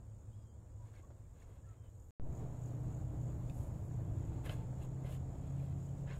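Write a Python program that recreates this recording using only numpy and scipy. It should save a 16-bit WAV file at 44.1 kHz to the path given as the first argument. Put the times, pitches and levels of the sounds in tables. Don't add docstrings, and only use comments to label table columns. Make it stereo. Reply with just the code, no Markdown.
import sys
import numpy as np
from scipy import signal
from scipy.fft import rfft, irfft
from scipy.io import wavfile
from scipy.ndimage import uniform_filter1d

SR = 44100
rng = np.random.default_rng(int(sys.argv[2]) if len(sys.argv) > 2 else 0)


def materialize(psi):
    bounded = np.clip(np.atleast_2d(psi).T, -1, 1)
    quanta = np.round(bounded * 32767).astype(np.int16)
    wavfile.write(sys.argv[1], SR, quanta)


def rack_gain(trim_db):
    fader = np.asarray(trim_db, float)
    return 10 ** (fader / 20)


N = 272979
TIME = np.arange(N) / SR
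GAP_S = (2.1077, 2.198)
SECOND = TIME > np.mean(GAP_S)


def per_take(first, second):
    return np.where(SECOND, second, first)


def evened(x):
    return x / np.sqrt(np.mean(x ** 2) + 1e-20)


def read(points, hz):
    f, value = np.transpose(points)
    return np.interp(np.log(hz + 1), np.log(f + 1), value)


def column(table, order):
    rows = np.array(table)
    return np.interp(TIME, rows[:, 0], rows[:, order])


def resonate(x, hz, width):
    turn = np.exp(2j * np.pi * np.cumsum(hz * np.ones(x.shape[-1])) / SR)
    r = np.exp(-np.pi * width / SR)
    return 2 * (turn * signal.lfilter([(1 - r) ** 2], [1, -2 * r, r * r], x / turn)).real


# frequency in Hz, likeness of left and right (1 = identical).
LIKENESS = [(60, 0.97), (130, 0.95), (290, 0.89), (640, 0.4), (1400, -0.12), (3080, -0.081), (6770, 0.097),
            (14900, -0.05)]
# frequency in Hz, left minus right in dB.
LEFT_TILT = [(60, 1.7), (130, 1.6), (290, 1.3), (640, 1.6), (1400, 2.9), (3080, 3.7), (6770, 8.3),
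             (14900, 4.3)]


def field(spectrum, lo_hz=1, hi_hz=20000):
    hz = np.fft.rfftfreq(N, 1 / SR)
    left, other = rfft(rng.standard_normal((2, N)))
    same = np.clip(read(LIKENESS, hz), -1, 1)
    right = same * left + np.sqrt(1 - same ** 2) * other
    tilt = rack_gain(read(LEFT_TILT, hz) / 2)
    high_pass = (hz + 1) ** 4 / ((hz + 1) ** 4 + lo_hz ** 4)
    low_pass = hi_hz ** 4 / (hz ** 4 + hi_hz ** 4)
    pair = np.array([left * tilt, right / tilt])
    out = irfft(pair * rack_gain(read(spectrum, hz)) * high_pass * low_pass, N)
    return out / out.mean(0).std()


def flutter(rate_hz, depth_db):
    steps = rng.standard_normal(int(N / SR * 200) + 2)
    return rack_gain(depth_db * np.interp(TIME * min(rate_hz, 199), np.arange(len(steps)), steps))


def swell(s, rise, fall, db, round_top=1.12):
    away = np.where(TIME < s, (s - TIME) / max(rise, .005), (TIME - s) / max(fall, .005))
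    return rack_gain(2 * (db - 20 * np.minimum(away, 5) ** round_top))


def ring(s, db, hz, t60, rise=0.00044):
    t60 = max(t60, .004)
    out, first = np.zeros(N), int(s * SR) + 1
    t = TIME[first:first + int(1.5 * t60 * SR)] - s
    onset = np.minimum(t / max(rise, .0001), 1)
    out[first:first + len(t)] = rack_gain(db - 60 * t / t60) * np.sin(2 * np.pi * hz * t) * onset
    return out


def place(x, left_db, lag=0, wet_db=-8):
    t = np.arange(3000) / SR
    sparse = rng.random((2, len(t))) < .05
    scatter = rng.standard_normal((2, len(t))) * sparse * rack_gain(-60 * t / 0.035)
    scatter *= rack_gain(wet_db) / np.linalg.norm(scatter[0])
    scatter[0, 0], scatter[1, lag] = 1, 1
    pan = rack_gain([[left_db / 2], [-left_db / 2]])
    return signal.oaconvolve(x[None], scatter * pan, axes=1)[:, :N]


def nearer_right_port(x):
    return np.array([np.pad(x, (17, 0))[:N], x]) * rack_gain([[.6], [-.6]])


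# frequency in Hz, density in dB per Hz.
RUMBLE = [
    [(12, -75), (20, -17.5), (59, -14.5), (112, -9.5), (144, -18.5), (216, -23), (381, -25), (407, -32),
     (446, -23), (768, -32.5), (861, -32), (942, -32.5), (1660, -43), (4500, -78), (5850, -93),
     (9900, -120)],
    [(12, -44), (20, -14.5), (32, -12), (71, -6.5), (123, -3.5), (216, -18.5), (277, -17), (310, -20),
     (381, -23.5), (446, -23), (511, -25.5), (627, -24), (1700, -43.5), (4500, -60.5), (5850, -100),
     (9900, -120)],
]
# time in seconds, dB over its usual level.
TRAFFIC = [(0, 0.5), (.3, 0.5), (1.0, -1), (1.1, 0), (2.05, 1.5), (2.3, 0.5), (2.5, -4), (3.05, 2.5),
           (3.3, -1), (3.52, 4.5), (3.87, -2), (4.07, 4), (4.24, 1.5), (4.4, 3.5), (4.8, 0.5), (5.7, -1),
           (5.9, -0.5), (6.19, 0)]
BASS_DB = [-55, -46.5]
ROAR_DB = [-68, -53.5]


def rumble():
    bass = per_take(field(RUMBLE[0], hi_hz=147.0), field(RUMBLE[1], hi_hz=142))
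    roar = per_take(field(RUMBLE[0], lo_hz=145), field(RUMBLE[1], lo_hz=146.6))
    traffic_db = column(TRAFFIC, order=1)
    sink_db = 0.42 * (TIME - per_take(1.05, 4.2))
    roar_db = per_take(*ROAR_DB) + .25 * traffic_db - sink_db
    return bass * rack_gain(per_take(*BASS_DB) + traffic_db) + roar * rack_gain(roar_db) * flutter(14, 1.5)


# start and end in seconds, pitch in Hz, width in Hz, level in dB.
DRONES = [(0, 0.967, 107.1, 3.2, -56.5), (0, 0.946, 71.4, 3.2, -62), (0, .6, 220.5, 2.6, -70.5),
          (1.11, 2.12, 113.3, 4.6, -62), (2.2, 4.42, 71.1, 2.6, -53.5), (2.216, 4.6, 96.6, 6.2, -57),
          (2.295, 5, 191.2, 2.4, -64), (2.75, 5.4, 323.2, 3, -65.5), (2.75, 3.75, 302, 3, -63),
          (4.0, 6.0, 276.4, 1.8, -66), (4.986, 5.899, 85.3, 5.3, -49.5), (4.19, 4.904, 883.6, 3.6, -66.5)]


def drones():
    out = np.zeros(N)
    for start, end, hz, width, db in DRONES:
        fade = np.clip(np.minimum(TIME - start, end - TIME) / 0.12 + .5, 0, 1)
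        fuzz = evened(resonate(rng.standard_normal(N), hz, width))
        hum = evened(fuzz + 2.7 * np.sin(2 * np.pi * hz * TIME))
        out += rack_gain(db) * fade * hum
    return nearer_right_port(out)


# frequency in Hz, density in dB per Hz.
CHORUS = [(2060, -10.5), (3500, -11), (4290, -15.5), (5040, -14), (5460, -15.5), (5880, -16.5), (6740, -4),
          (7170, -1.5), (7530, -6), (9010, -15), (10100, -16.5), (13000, -14.5), (14100, -22.5),
          (14900, -11), (15300, -11)]
CHORUS_DB = [-80.5, -75]


def far_chorus():
    return field(CHORUS) * rack_gain(per_take(*CHORUS_DB) + per_take(0.6, 0.63)) * flutter(16, 1.0)


def buzzer():
    pulses = np.sin(np.pi * np.cumsum(69 * flutter(12, 0.8)) / SR) ** 8
    buzz = rng.standard_normal((2, N)) * pulses
    buzz = buzz[0] + 0.78 * buzz
    return evened(resonate(buzz, 7350, 1100)) * rack_gain(per_take(-88, -83) + np.array([[4.2], [-4.2]]))


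TRILLS = [
    (5605, 260, -99, -95),
    (8170, 120, -89.5, -103),
]


def trills():
    out = np.zeros((2, N))
    for hz, width, first_db, second_db in TRILLS:
        trill = evened(resonate(rng.standard_normal((2, N)), hz, width)) * flutter(30, 1.0)
        out += trill * rack_gain(per_take(first_db, second_db) + np.array([[4.5], [0]]))
    return out


# loudest moment in seconds, level in dB.
CHIRPS = [(.21, -85), (.51, -87), (.8, -83.5), (1.03, -81.5), (1.42, -80), (1.69, -82.5), (2.01, -80),
          (2.36, -71.5), (2.64, -72.5), (2.95, -73), (3.29, -74.5), (3.6, -77), (3.931, -77), (4.25, -75.5),
          (4.52, -72), (4.85, -78), (5.14, -76.5), (5.51, -78), (5.86, -77), (6.15, -74.5)]
# frequency in Hz, width in Hz, level in dB.
WINGS = [
    (6940, 203, -1.5),
    (6700, 210, -7.5),
    (7340, 190, -11),
    (7600, 900, -19),
]


def near_chirper():
    wing_strokes = np.cumsum(np.where(TIME < 5.1, 45.3, 33.5)) / SR
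    rasp = rng.standard_normal(N) * (0.12 + np.sin(np.pi * wing_strokes) ** 6)
    wing = evened(sum(rack_gain(db) * resonate(rasp, hz, width) for hz, width, db in WINGS))
    power = sum(swell(s, rise=0.19, fall=.14, db=db) for s, db in CHIRPS)
    return place(wing * np.sqrt(power), 13.5, lag=3, wet_db=1.5)


# start and length in seconds, first and last pitch in Hz, level in dB.
NOTES = [(.315, .05, 2950, 3370, -84), (.345, .11, 3385, 3270, -88.5), (.455, .075, 3240, 3150, -86),
         (.522, .035, 3200, 3200, -89), (.338, .045, 4950, 5060, -89), (.375, .085, 5070, 4900, -89),
         (.485, .05, 4790, 4750, -92), (1.772, .04, 3240, 3130, -88), (1.812, .025, 3130, 3180, -85),
         (1.83, .075, 3090, 3020, -83), (.785, .085, 990, 960, -70), (1.028, .03, 1070, 1140, -68),
         (1.63, .035, 1690, 1720, -76), (1.66, .07, 1370, 1310, -70.5), (1.715, .035, 1310, 1280, -76),
         (1.64, .11, 1800, 1880, -85)]


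def birds():
    out = np.zeros(N)
    for s, length, first_hz, last_hz, db in NOTES:
        along = np.clip((TIME - s) / length, 0, 1)
        pitch = first_hz + (last_hz - first_hz) * np.sin(np.pi / 2 * along)
        hoarse = .22 if first_hz < 2000 else .15
        tone = np.sqrt(2) * np.sin(2 * np.pi * np.cumsum(pitch) / SR)
        breath = evened(resonate(rng.standard_normal(N), pitch, 170))
        arch = rack_gain(db - 14 * abs(2 * along - 1) ** 3) * (along > 0) * (along < 1)
        out += arch * ((1 - hoarse) * tone + hoarse * breath)
    return place(out, 3.2, lag=2, wet_db=-18)


# loudest moment, rise and fall in seconds,
# grit on steel in dB, sliding soil in dB above the grit.
STROKES = [(.9, .12, .08, -80, -18), (.968, .07, .06, -71.5, -11), (1.05, 0.017, 0.019, -83, -16),
           (1.25, .12, 0.14, -88, -24), (1.39, 0.064, .06, -77.5, -10), (1.428, 0.043, .035, -73.5, -9),
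           (1.53, 0.17, 0.11, -77.5, -12), (1.7, .07, 0.17, -80.5, -15), (1.864, .1, .06, -82, -18),
           (2.43, .05, .04, -85, -14), (1.112, .012, 0.026, -79, -20), (.955, .03, .07, -77, -21),
           (6.135, 0.045, .08, -66, -19), (4.3, .4, 0.24, -75, -16), (3.675, .09, .04, -91, 14),
           (3.545, .05, .06, -91, 14), (3.86, .08, .1, -96, 14), (4.515, .02, 0.0303, -70, 2),
           (4.55, .03, .02, -74, 1), (5.1, .04, 0.0301, -69.5, -6), (3.499, 0.0093, .02, -73, 0),
           (3.6, 0.13, 0.14, -85.5, 12.5), (4.463, 0.029, 0.028, -56, -8),
           (4.5, 0.036, 0.063, -55.5, -11.5), (4.53, 0.073, 0.068, -65, -5.5), (4.58, .05, 0.11, -71, -10),
           (4.84, 0.074, 0.042, -66, -8.5), (5.065, 0.033, 0.095, -64, -8.5),
           (5.14, 0.079, .045, -62.5, -5.5), (5.452, 0.12, 0.16, -73.5, -6.5),
           (5.645, 0.16, 0.14, -71, -8.5), (5.84, .15, .1, -82.5, -1), (6.106, 0.045, 0.095, -60.5, -20),
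           (6.19, 0.099, .05, -74, -2.5), (5.09, .05, .04, -69, -14), (6.085, .03, .03, -71, -26),
           (1.56, .06, .03, -81, -14), (.99, .03, .03, -76, -16), (1.47, .03, .04, -79, -10)]
# frequency in Hz, width in Hz, level in dB.
BLADE = [(634, 420, 6.5), (993, 200, 3.5), (1674, 420, 3), (2100, 370, 0.6), (2520, 1010, 4),
         (3137, 660, -2.5), (3700, 810, -9), (4850, 490, -14)]
# frequency in Hz, density in dB per Hz.
SOIL = [(3000, -41), (5000, -9), (6500, -5), (8000, 2), (10000, 0), (12500, 1.5), (14000, 0), (15500, -7)]


def strokes():
    push = np.array([swell(*row[:4], round_top=1.7) for row in STROKES])
    soil_db = np.array(STROKES)[:, 4]
    load_db = 0.44 * (-11.5 - soil_db)
    bare = np.sqrt(push.sum(0))
    loaded = np.sqrt(rack_gain(2 * load_db) @ push)
    sliding = np.sqrt(rack_gain(2 * soil_db) @ push)

    grit = rng.standard_normal((3, N)) * (rng.random((3, N)) < 9000 / SR)
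    grit *= rack_gain(2.2 * np.minimum(rng.exponential(1, (3, N)), 4))
    grit = grit[0] + 1.3 * grit[1:]
    bend = flutter(25, .4)
    steel = np.zeros((2, N))
    for hz, width, db in BLADE:
        drive = loaded if 1400 < hz < 2400 else bare
        steel += rack_gain(db) * evened(resonate(grit, hz * bend, width)) * drive
    steel *= rack_gain(-8.5 + np.array([[3.4], [-3.4]])) * flutter(60, 1.5)
    soil = field(SOIL) * sliding * rack_gain(-1.0) * flutter(40, 1.8) * flutter(150, 1.5)
    return steel + soil


# time in seconds, ring level in dB, ring pitch in Hz,
# ring t60 in seconds, thud in dB above the ring.
KNOCKS = [(0.9388, -67, 1620, 0.016, -11), (0.9614, -70, 2200, 0.016, -9), (1.1039, -66.5, 1490, 0.02, 9.5),
          (1.3643, -72, 1640, 0.016, 6), (1.4197, -67, 1840, 0.016, -10), (3.1862, -68, 1802, 0.016, 5),
          (3.3303, -62.5, 1510, 0.016, 5), (3.4974, -59.5, 2570, 0.016, 8), (3.9105, -66, 1770, 0.014, 10),
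          (4.4618, -49.5, 1770, 0.015, 1), (4.4952, -40.5, 3040, 0.012, -3), (4.7296, -64, 1560, 0.017, 13),
          (5.0464, -62, 2100, 0.016, 13), (5.6286, -70.5, 1879, 0.018, 21), (6.0404, -77, 1943, 0.016, 24),
          (6.0741, -59, 1507, 0.016, 7), (6.0931, -57, 1746, 0.016, -8), (6.1114, -57, 1940, 0.014, 4)]


def knocks():
    out = np.zeros(N)
    crack = resonate(rng.standard_normal(N), 3500, 5000)
    for s, db, hz, t60, thud_db in KNOCKS:
        out += ring(s, db + 3.0, hz, t60)
        out += ring(s, db - 5.0, hz * 1.18, t60 * 0.47)
        out += ring(s, db + thud_db - 0.5, 559, 0.042)
        out += crack * ring(s, db - 13, 60, 0.029)
    return out


# time in seconds, level in dB, pitch in Hz.
PEBBLES = [(.953, -70, 4410), (.953, -70, 2340), (.954, -73, 5790), (.967, -74, 3030), (.976, -73, 3720),
           (.985, -72, 2480), (.94, -67, 1790), (.972, -70, 1650), (.996, -70, 1600), (1.424, -69, 1790),
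           (5.137, -62, 2600), (5.146, -63, 3200), (6.109, -55, 2070), (6.14, -60, 1600),
           (1.006, -72, 2150), (1.419, -71, 2760), (3.506, -69, 2620), (3.496, -72, 10060),
           (3.496, -68, 12270), (4.452, -57, 2630), (4.461, -62, 5930), (4.461, -64, 8960),
           (4.465, -51, 1660), (4.474, -52, 2900), (4.515, -63, 4820), (4.818, -61, 2790),
           (4.831, -66, 3970), (4.845, -64, 2760), (5.056, -64, 3300), (5.069, -62, 3250),
           (5.074, -63, 2620), (5.088, -63, 3050), (4.485, -60, 3000), (4.505, -58, 2700),
           (5.081, -63, 2480), (5.1, -62, 3030), (5.122, -55, 2890), (5.127, -65, 3860), (5.162, -65, 3100),
           (6.084, -59, 1650), (6.092, -59, 2480), (6.098, -57, 2470), (6.103, -53, 1515),
           (6.119, -59, 2070), (6.123, -62, 2760), (6.129, -58, 1900), (4.452, -64, 10200),
           (4.452, -65, 12800), (4.461, -58, 10600), (4.524, -63, 12300), (5.046, -60, 2140),
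           (5.094, -62, 2100), (5.13, -62, 3300), (5.15, -63, 2000), (6.073, -62, 2750), (6.1, -57, 1750),
           (6.109, -62, 3150), (6.143, -64, 3650), (6.121, -58, 1450), (1.047, -76, 1900)]


def pebbles():
    return sum(ring(*pebble, t60=0.029, rise=0.0028) for pebble in PEBBLES)


# time in seconds, level in dB, pitch in Hz, t60 in seconds.
CLODS = [(.995, -52.5, 350, 0.033), (1.104, -51.5, 380, 0.022), (2.262, -56, 620, 0.15),
         (4.498, -42, 583, 0.057), (3.91, -50, 560, .03), (4.726, -51, 716, .03), (6.04, -52, 560, .03),
         (6.066, -63, 780, .04), (4.496, -47, 750, 0.018), (4.496, -50, 1250, 0.017),
         (1.11, -59, 650, 0.026), (5.107, -54, 589, 0.044), (5.9, -52, 560, 0.033), (1.104, -68, 716, 0.05),
         (3.497, -59, 3600, 0.025), (3.498, -62, 2300, .02), (3.498, -64, 4730, .012),
         (.964, -66, 2190, .09), (.95, -68, 1620, .09), (6.076, -59, 1700, .06), (6.14, -58, 1150, .04),
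         (1.422, -69, 2250, .03), (4.825, -66, 2750, .04), (5.6, -63, 2400, .03), (5.89, -69, 3050, .02),
         (3.498, -68, 11500, .012)]


def clods():
    return sum(ring(*clod) for clod in CLODS)


# time in seconds, level in dB.
FIZZ = [(0, -99), (1.9, -92), (2.05, -85.5), (2.3, -83), (3.4, -85.5), (4.3, -84.5), (4.8, -99),
        (6.19, -99)]


def far_fizz():
    return field(SOIL, lo_hz=11400) * rack_gain(column(FIZZ, order=1)) * flutter(18, 1.3)


# time in seconds, shaft speed in Hz, fourth order in dB.
ENGINE = [(2.2, 30.1, -53.5), (2.71, 30.6, -47), (3.23, 30.8, -42.5), (3.6, 30.86, -48.5),
          (4.06, 30.9, -48.5), (4.46, 31.96, -49.5), (4.8, 32.29, -45), (5.14, 33.03, -42.5),
          (5.38, 34, -50), (5.59, 34.05, -43), (5.97, 34.14, -47.5), (6.19, 34.13, -45.5)]


def engine():
    shaft = 2 * np.pi * np.cumsum(column(ENGINE, order=1) * flutter(5.93, .008)) / SR
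    out = rack_gain(column(ENGINE, order=2)) * np.sin(4 * shaft)
    out += rack_gain(-55.5 + 2.0 * (TIME < 3.4)) * np.sin(5 * shaft)
    out += rack_gain(-66) * (abs(TIME - 3.15) < .4) * np.sin(8 * shaft)
    return nearer_right_port(out * np.sqrt(2) * SECOND * flutter(15, 1.1))


def scene():
    far = rumble() + drones() + engine()
    grass = far_chorus() + buzzer() + trills() + near_chirper() + far_fizz()
    impacts = place(knocks() + pebbles() + clods(), 6.2, lag=2, wet_db=-10.0)
    return far + grass + birds() + strokes() + impacts


def thin_treble(x, under_db=-2.5, cut_db=-24, from_hz=2500):
    hz, t, z = signal.stft(x, SR, nperseg=1024)
    power = (abs(z) ** 2).mean(0)
    power = uniform_filter1d(uniform_filter1d(power, size=4, axis=0), size=4, axis=1)
    late = t > GAP_S[1]
    usual_first = np.median(power[:, ~late], axis=1)[:, None]
    usual_second = np.median(power[:, late], axis=1)[:, None]
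    share = power / np.where(late, usual_second, usual_first)
    share /= np.minimum(uniform_filter1d(share, size=61, axis=0), 1)
    weak = 1 / (1 + np.minimum(share / rack_gain(2 * under_db), 100) ** 6)
    weak *= (abs(hz - 7400) > 1200)[:, None]
    gain = rack_gain(cut_db * weak * (hz > from_hz)[:, None])
    return signal.istft(z * gain, SR, nperseg=1024)[1][:, :N]


def top_cut(x):
    return signal.sosfilt(signal.butter(12, 15480, fs=SR, output="sos"), x)


# size in full scale, swing in Hz,
# decay in seconds, onset in seconds.
SWING = [
    (-.022, 1.9, .17, .0003),
    (-.021, 1.25, .17, .04),
]


def record(dry):
    dry = thin_treble(dry)
    after = TIME - GAP_S[1]
    since = np.maximum(after, 0)
    low = signal.sosfilt(signal.butter(1, 1100, fs=SR, output="sos"), dry)
    treble = per_take(1, np.clip(after / 0.21, 0, 1) ** 0.61)
    wake = per_take(TIME < GAP_S[0], np.clip(after / np.array([[.0003], [.07]]), 0, 1))
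    size, hz, decay, onset = np.transpose(SWING)[:, :, None]
    swing = size * np.cos(2 * np.pi * hz * since) * np.exp(-since / decay)
    offset = swing * (1 - np.exp(-since / onset))
    return top_cut((low + (dry - low) * treble) * wake + offset)


dry = scene()
out = record(dry)
materialize(out)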